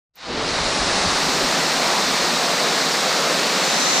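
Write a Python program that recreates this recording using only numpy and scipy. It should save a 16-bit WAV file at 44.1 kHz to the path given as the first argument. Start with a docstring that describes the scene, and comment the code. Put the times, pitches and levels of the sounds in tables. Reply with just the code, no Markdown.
"""A large cave with a stream rushing through: a steady roar of coloured noise with gurgles and a hiss
of spray, and small ringing bubbles blurred by the rock chamber's reverb. The water fades in after a
faint tick. Underneath, a low rumble with a few soft bumps dies away over two seconds; a thin fizz joins
at the very top. Near the end the mono roar brightens and opens out to both sides."""
import sys
import numpy as np
from scipy import signal
from scipy.fft import rfft, irfft
from scipy.io import wavfile

SR = 44100
rng = np.random.default_rng(int(sys.argv[2]) if len(sys.argv) > 2 else 0)


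def store_wav(level_fs):
    """Save 16-bit WAV to argv[1]."""
    pcm = np.round(np.clip(np.atleast_2d(level_fs), -1, 1) * 32767)
    wavfile.write(sys.argv[1], SR, pcm.T.astype(np.int16))


N = 176400
T = np.arange(N) / SR
HOP = 256
FRAME_S, BIN_HZ = np.arange(N // HOP + 5) * HOP / SR, np.fft.rfftfreq(4 * HOP, 1 / SR)

# tone of the rumble (frequency [Hz], relative level [dB])
RUMBLE_EQ = [(10, -17), (28, 1), (50, -1.5), (75, -3), (115, -4.5), (170, -16), (400, -65)]
# fader ride of the rumble (time [s], level [dB])
RUMBLE_FADER = [(.16, -77), (.25, -53), (.31, -40), (.55, -36), (1, -40), (1.3, -46), (1.75, -51),
                (2.2, -51), (2.4, -57), (2.9, -65), (4, -68)]
# soft low bumps (time [s], pitch [Hz], half-length [s], peak level [dB])
LOW_BUMPS = [(0.818, 52, 0.027, -28), (1.077, 77.6, 0.012, -26), (1.447, 41.7, 0.021, -34),
             (2.137, 50, .015, -44), (2.243, 100, .015, -41)]
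# tone of the fizz (frequency [Hz], relative level [dB])
FIZZ_EQ = [(6710, -38), (11400, -6), (12300, -2), (12900, 0), (15200, -6.5)]
# fader ride of the fizz (time [s], level [dB])
FIZZ_FADER = [(.25, -84), (.5, -70), (.95, -62), (1.1, -54), (1.25, -43.5), (3.6, -42), (4, -43)]
# tone of the rushing water (frequency [Hz], relative level [dB])
ROAR_EQ = [(100, -9.5), (160, -1.2), (205, -2), (240, -2), (270, 0.2), (310, -3.5), (345, -1.5),
           (410, -2.5), (500, -0.5), (760, 0.55), (950, -1), (1250, -1), (1550, -4), (1800, -3.5),
           (2400, -5.5), (3150, -8), (3500, -6), (3800, -3.5), (4250, -2.5), (4900, -5), (5500, -6),
           (6500, -10), (7500, -12), (8500, -17), (9250, -18.5), (10200, -24), (11500, -35)]
# water's fade-in, read against FULL_FLOW_DB (time [s], bass [dB], body [dB], hiss [dB], spray [dB])
FLOW_FADE_IN = [(.15, -75, -73, -66, -77), (.175, -61, -50, -48, -66), (.228, -50, -40, -38.5, -56.5),
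                (.284, -32.5, -35, -35, -51.5), (.335, -27, -30.5, -31, -49.5), (.49, -28, -27, -27, -39.5),
                (.74, -27.5, -25.5, -26.5, -35), (.95, -28.5, -25, -24, -35)]
# surges that ring in the cave (time [s], half-length [s], centre [Hz], half-width [octaves], boost [dB])
WATER_SURGES = [(1.033, 0.1, 160, 0.17, 12), (1.22, 0.11, 265, .15, 10), (1.398, .05, 450, .4, 5),
                (1.92, .08, 770, 0.95, 2.5), (2.63, 0.065, 560, 0.27, 4.5), (3.0, 0.055, 513, .1, 3),
                (3.3, 0.31, 503, 0.27, 3)]
# width of the fully open roar (frequency [Hz], side against mid [dB])
OPEN_SIDE_EQ = [(100, -44), (380, -26), (700, -10), (1280, -4), (2350, -4), (4300, -8.5), (5500, -0.5),
                (9000, -1)]
# brightening of the fully open roar (frequency [Hz], gain [dB])
OPEN_EQ = [(300, 0.5), (1000, -1.2), (2000, .5), (4000, 1.5), (5200, -1.5), (6000, 3.5), (7400, 3.5),
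           (8300, 0), (11000, 1.5)]

# the water's bands: bass, body, hiss, spray
BAND_HZ, FULL_FLOW_DB = (400, 1200, 3800, 8500), (-27.5, -24.5, -24.5, -33.5)
START_S, OPENS_AT_S, OPENING_S = .156, 3.478, 0.43
GURGLE_DB, CHURN_DB, FLICKER_DB, SWELL_DB = 0.7, .5, 0.09, 0.01


def amp(db):
    """Decibels to gain."""
    return 10 ** (np.asarray(db) / 20)


def unit(x):
    """Scales to rms 1."""
    return x / np.sqrt(np.mean(x ** 2) + 1e-20)


def eq_db(points, hz):
    """Reads an EQ curve on a log-frequency axis."""
    freqs, levels = np.transpose(points)
    return np.interp(np.log(hz + 1), np.log(freqs + 1), levels)


def fader(points):
    """Gain per sample from a level curve."""
    return amp(np.interp(T, *np.transpose(points)))


def noise(colour):
    """Steady noise of rms 1, coloured by a function of frequency."""
    return unit(irfft(rfft(rng.standard_normal(N)) * colour(np.fft.rfftfreq(N, 1 / SR)), N))


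def patches(span_s, span_hz):
    """A smooth random field over time and frequency, rms 1."""
    shape = len(FRAME_S), len(BIN_HZ)
    per_s = np.fft.fftfreq(len(FRAME_S), HOP / SR)[:, None]
    per_hz = np.fft.rfftfreq(len(BIN_HZ), BIN_HZ[1])
    blur = np.exp(-(per_s * span_s) ** 2 - (per_hz * span_hz) ** 2)
    return unit(np.fft.irfft2(np.fft.rfft2(rng.standard_normal(shape)) * blur, shape))


def moving_eq(x, gain_db):
    """Applies an EQ that changes from frame to frame."""
    frames = dict(nperseg=4 * HOP, noverlap=3 * HOP)
    spectra = signal.stft(x, **frames)[2]
    return signal.istft(spectra * amp(gain_db[:spectra.shape[-1]].T), **frames)[1][..., :N]


def rumble():
    """A bed of low noise that swells and dies away, with soft sine bumps on top."""
    bed = noise(lambda hz: amp(eq_db(RUMBLE_EQ, hz)) * (hz < 400))
    out = bed * fader(RUMBLE_FADER) * np.clip(T / START_S, 0, 1) ** 4
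    for at, hz, half_s, db in LOW_BUMPS:
        envelope = amp(db) * np.exp(-((T - at) / half_s) ** 2)
        out += envelope * np.sin(2 * np.pi * (hz * (T - at) + rng.random()))
    return out


def stereo(mid, side):
    """Mid and side to left and right."""
    return np.array([mid + side, mid - side])


def fizz(low_cut_hz=11500, side_db=-3, tick_db=-47, tick_decay_s=.01):
    """A thin, wide hiss at the very top; a quick burst of the same noise makes the opening tick."""
    def colour(hz):
        return amp(eq_db(FIZZ_EQ, hz)) / (1 + (low_cut_hz / np.maximum(hz, 1000)) ** 40)
    hiss = stereo(noise(colour), amp(side_db) * noise(colour))
    tick = amp(tick_db) * np.exp(-np.maximum(T - START_S, 0) / tick_decay_s)
    return hiss * (fader(FIZZ_FADER) + tick) * (T > START_S)


def cave(x, t60_s=0.91, wet_db=-9):
    """Adds the long diffuse tail of the rock chamber."""
    tail = rng.standard_normal(SR) * amp(-60 * T[:SR] / t60_s)
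    return x + amp(wet_db) * signal.fftconvolve(x, tail / np.linalg.norm(tail))[:N]


def bubbles(per_s=500, low_hz=350, high_hz=2200, pitches=36, q=9.2, rise=0.096, spread_db=5.5):
    """Many short, slightly rising bubble tones of random strength, blurred by the cave; rms 1."""
    out = np.zeros(N)
    for hz in np.geomspace(low_hz, high_hz, pitches):
        age = np.arange(0, 5, hz / q / SR * np.pi)  # in decay times
        tone = np.sin(2 * q * age * (1 + rise * age / 2))
        ring = tone * np.exp(-age) * (1 - np.exp(-10 * age))
        strength = amp(spread_db * np.minimum(rng.exponential(1, N), 4))
        triggers = rng.random(N) < per_s / pitches / SR
        out += unit(signal.oaconvolve(strength * triggers, ring)[:N])
    return unit(cave(out))


def opening(t):
    """How far the roar has opened out, 0 to 1."""
    return np.clip((t - OPENS_AT_S) / OPENING_S, 0, 1)


def flow_db(gurgle_top_hz=1400):
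    """The water's EQ moves: late brightening, fade-in, surges, gurgles, churn and a slight slow swell."""
    gain_db = opening(FRAME_S)[:, None] * eq_db(OPEN_EQ, BIN_HZ)
    times, *band_levels = np.transpose(FLOW_FADE_IN)
    for levels, full_db, solo in zip(band_levels, FULL_FLOW_DB, np.eye(len(BAND_HZ))):
        band = np.interp(np.log(BIN_HZ + 1), np.log(BAND_HZ), solo)
        gain_db += np.interp(FRAME_S, times, levels - full_db, right=0)[:, None] * band
    for at, half_s, hz, octaves, db in WATER_SURGES:
        envelope = np.exp(-((FRAME_S[:, None] - at) / half_s) ** 2)
        bell = np.exp(-(np.log2((BIN_HZ + 1) / hz) / octaves) ** 2)
        gain_db += db * envelope * bell
    gurgle = GURGLE_DB / (1 + (BIN_HZ / gurgle_top_hz) ** 2) * patches(span_s=0.29, span_hz=159)
    churn = CHURN_DB * patches(span_s=0.04, span_hz=700)
    flicker = FLICKER_DB * patches(span_s=0.01, span_hz=9000)
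    swell = SWELL_DB * patches(span_s=0.37, span_hz=12000)
    return gain_db + gurgle + churn + flicker + swell


def roar(low_cut_hz=145.3, low_cut_order=13, high_cut_hz=11640):
    """Rushing water as broad noise, steeply cut at both ends; rms 1."""
    def colour(hz):
        low_cut = 1 / np.sqrt(1 + (low_cut_hz / np.maximum(hz, 20)) ** (2 * low_cut_order))
        return amp(eq_db(ROAR_EQ, hz)) * low_cut / (1 + (hz / high_cut_hz) ** 40)
    return noise(colour)


def stream(roar_db=-19.5, bubbles_db=-37.5, attack_s=0.021):
    """Roar and bubbles sit in the centre and follow the flow; a second roar opens the sides late."""
    mid = amp(roar_db) * roar() + amp(bubbles_db) * bubbles()
    side_gain = amp(roar_db + eq_db(OPEN_SIDE_EQ, np.fft.rfftfreq(N, 1 / SR)))
    side = irfft(rfft(roar()) * side_gain, N) * opening(T)
    gate = np.clip(1 + (T - START_S) / attack_s, 0, 1)
    return moving_eq(stereo(mid, side), flow_db()) * gate


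def scene():
    """The mix: water up front, fizz above it, rumble below."""
    return stream() + fizz() + rumble()


def record(dry, high_cut_hz=15270):
    """A steep high cut on the whole mix."""
    lowpass = signal.firwin(1023, high_cut_hz, window=("kaiser", 10), fs=SR)
    return signal.oaconvolve(dry, lowpass[None], "same")


dry = scene()
out = record(dry)
store_wav(out)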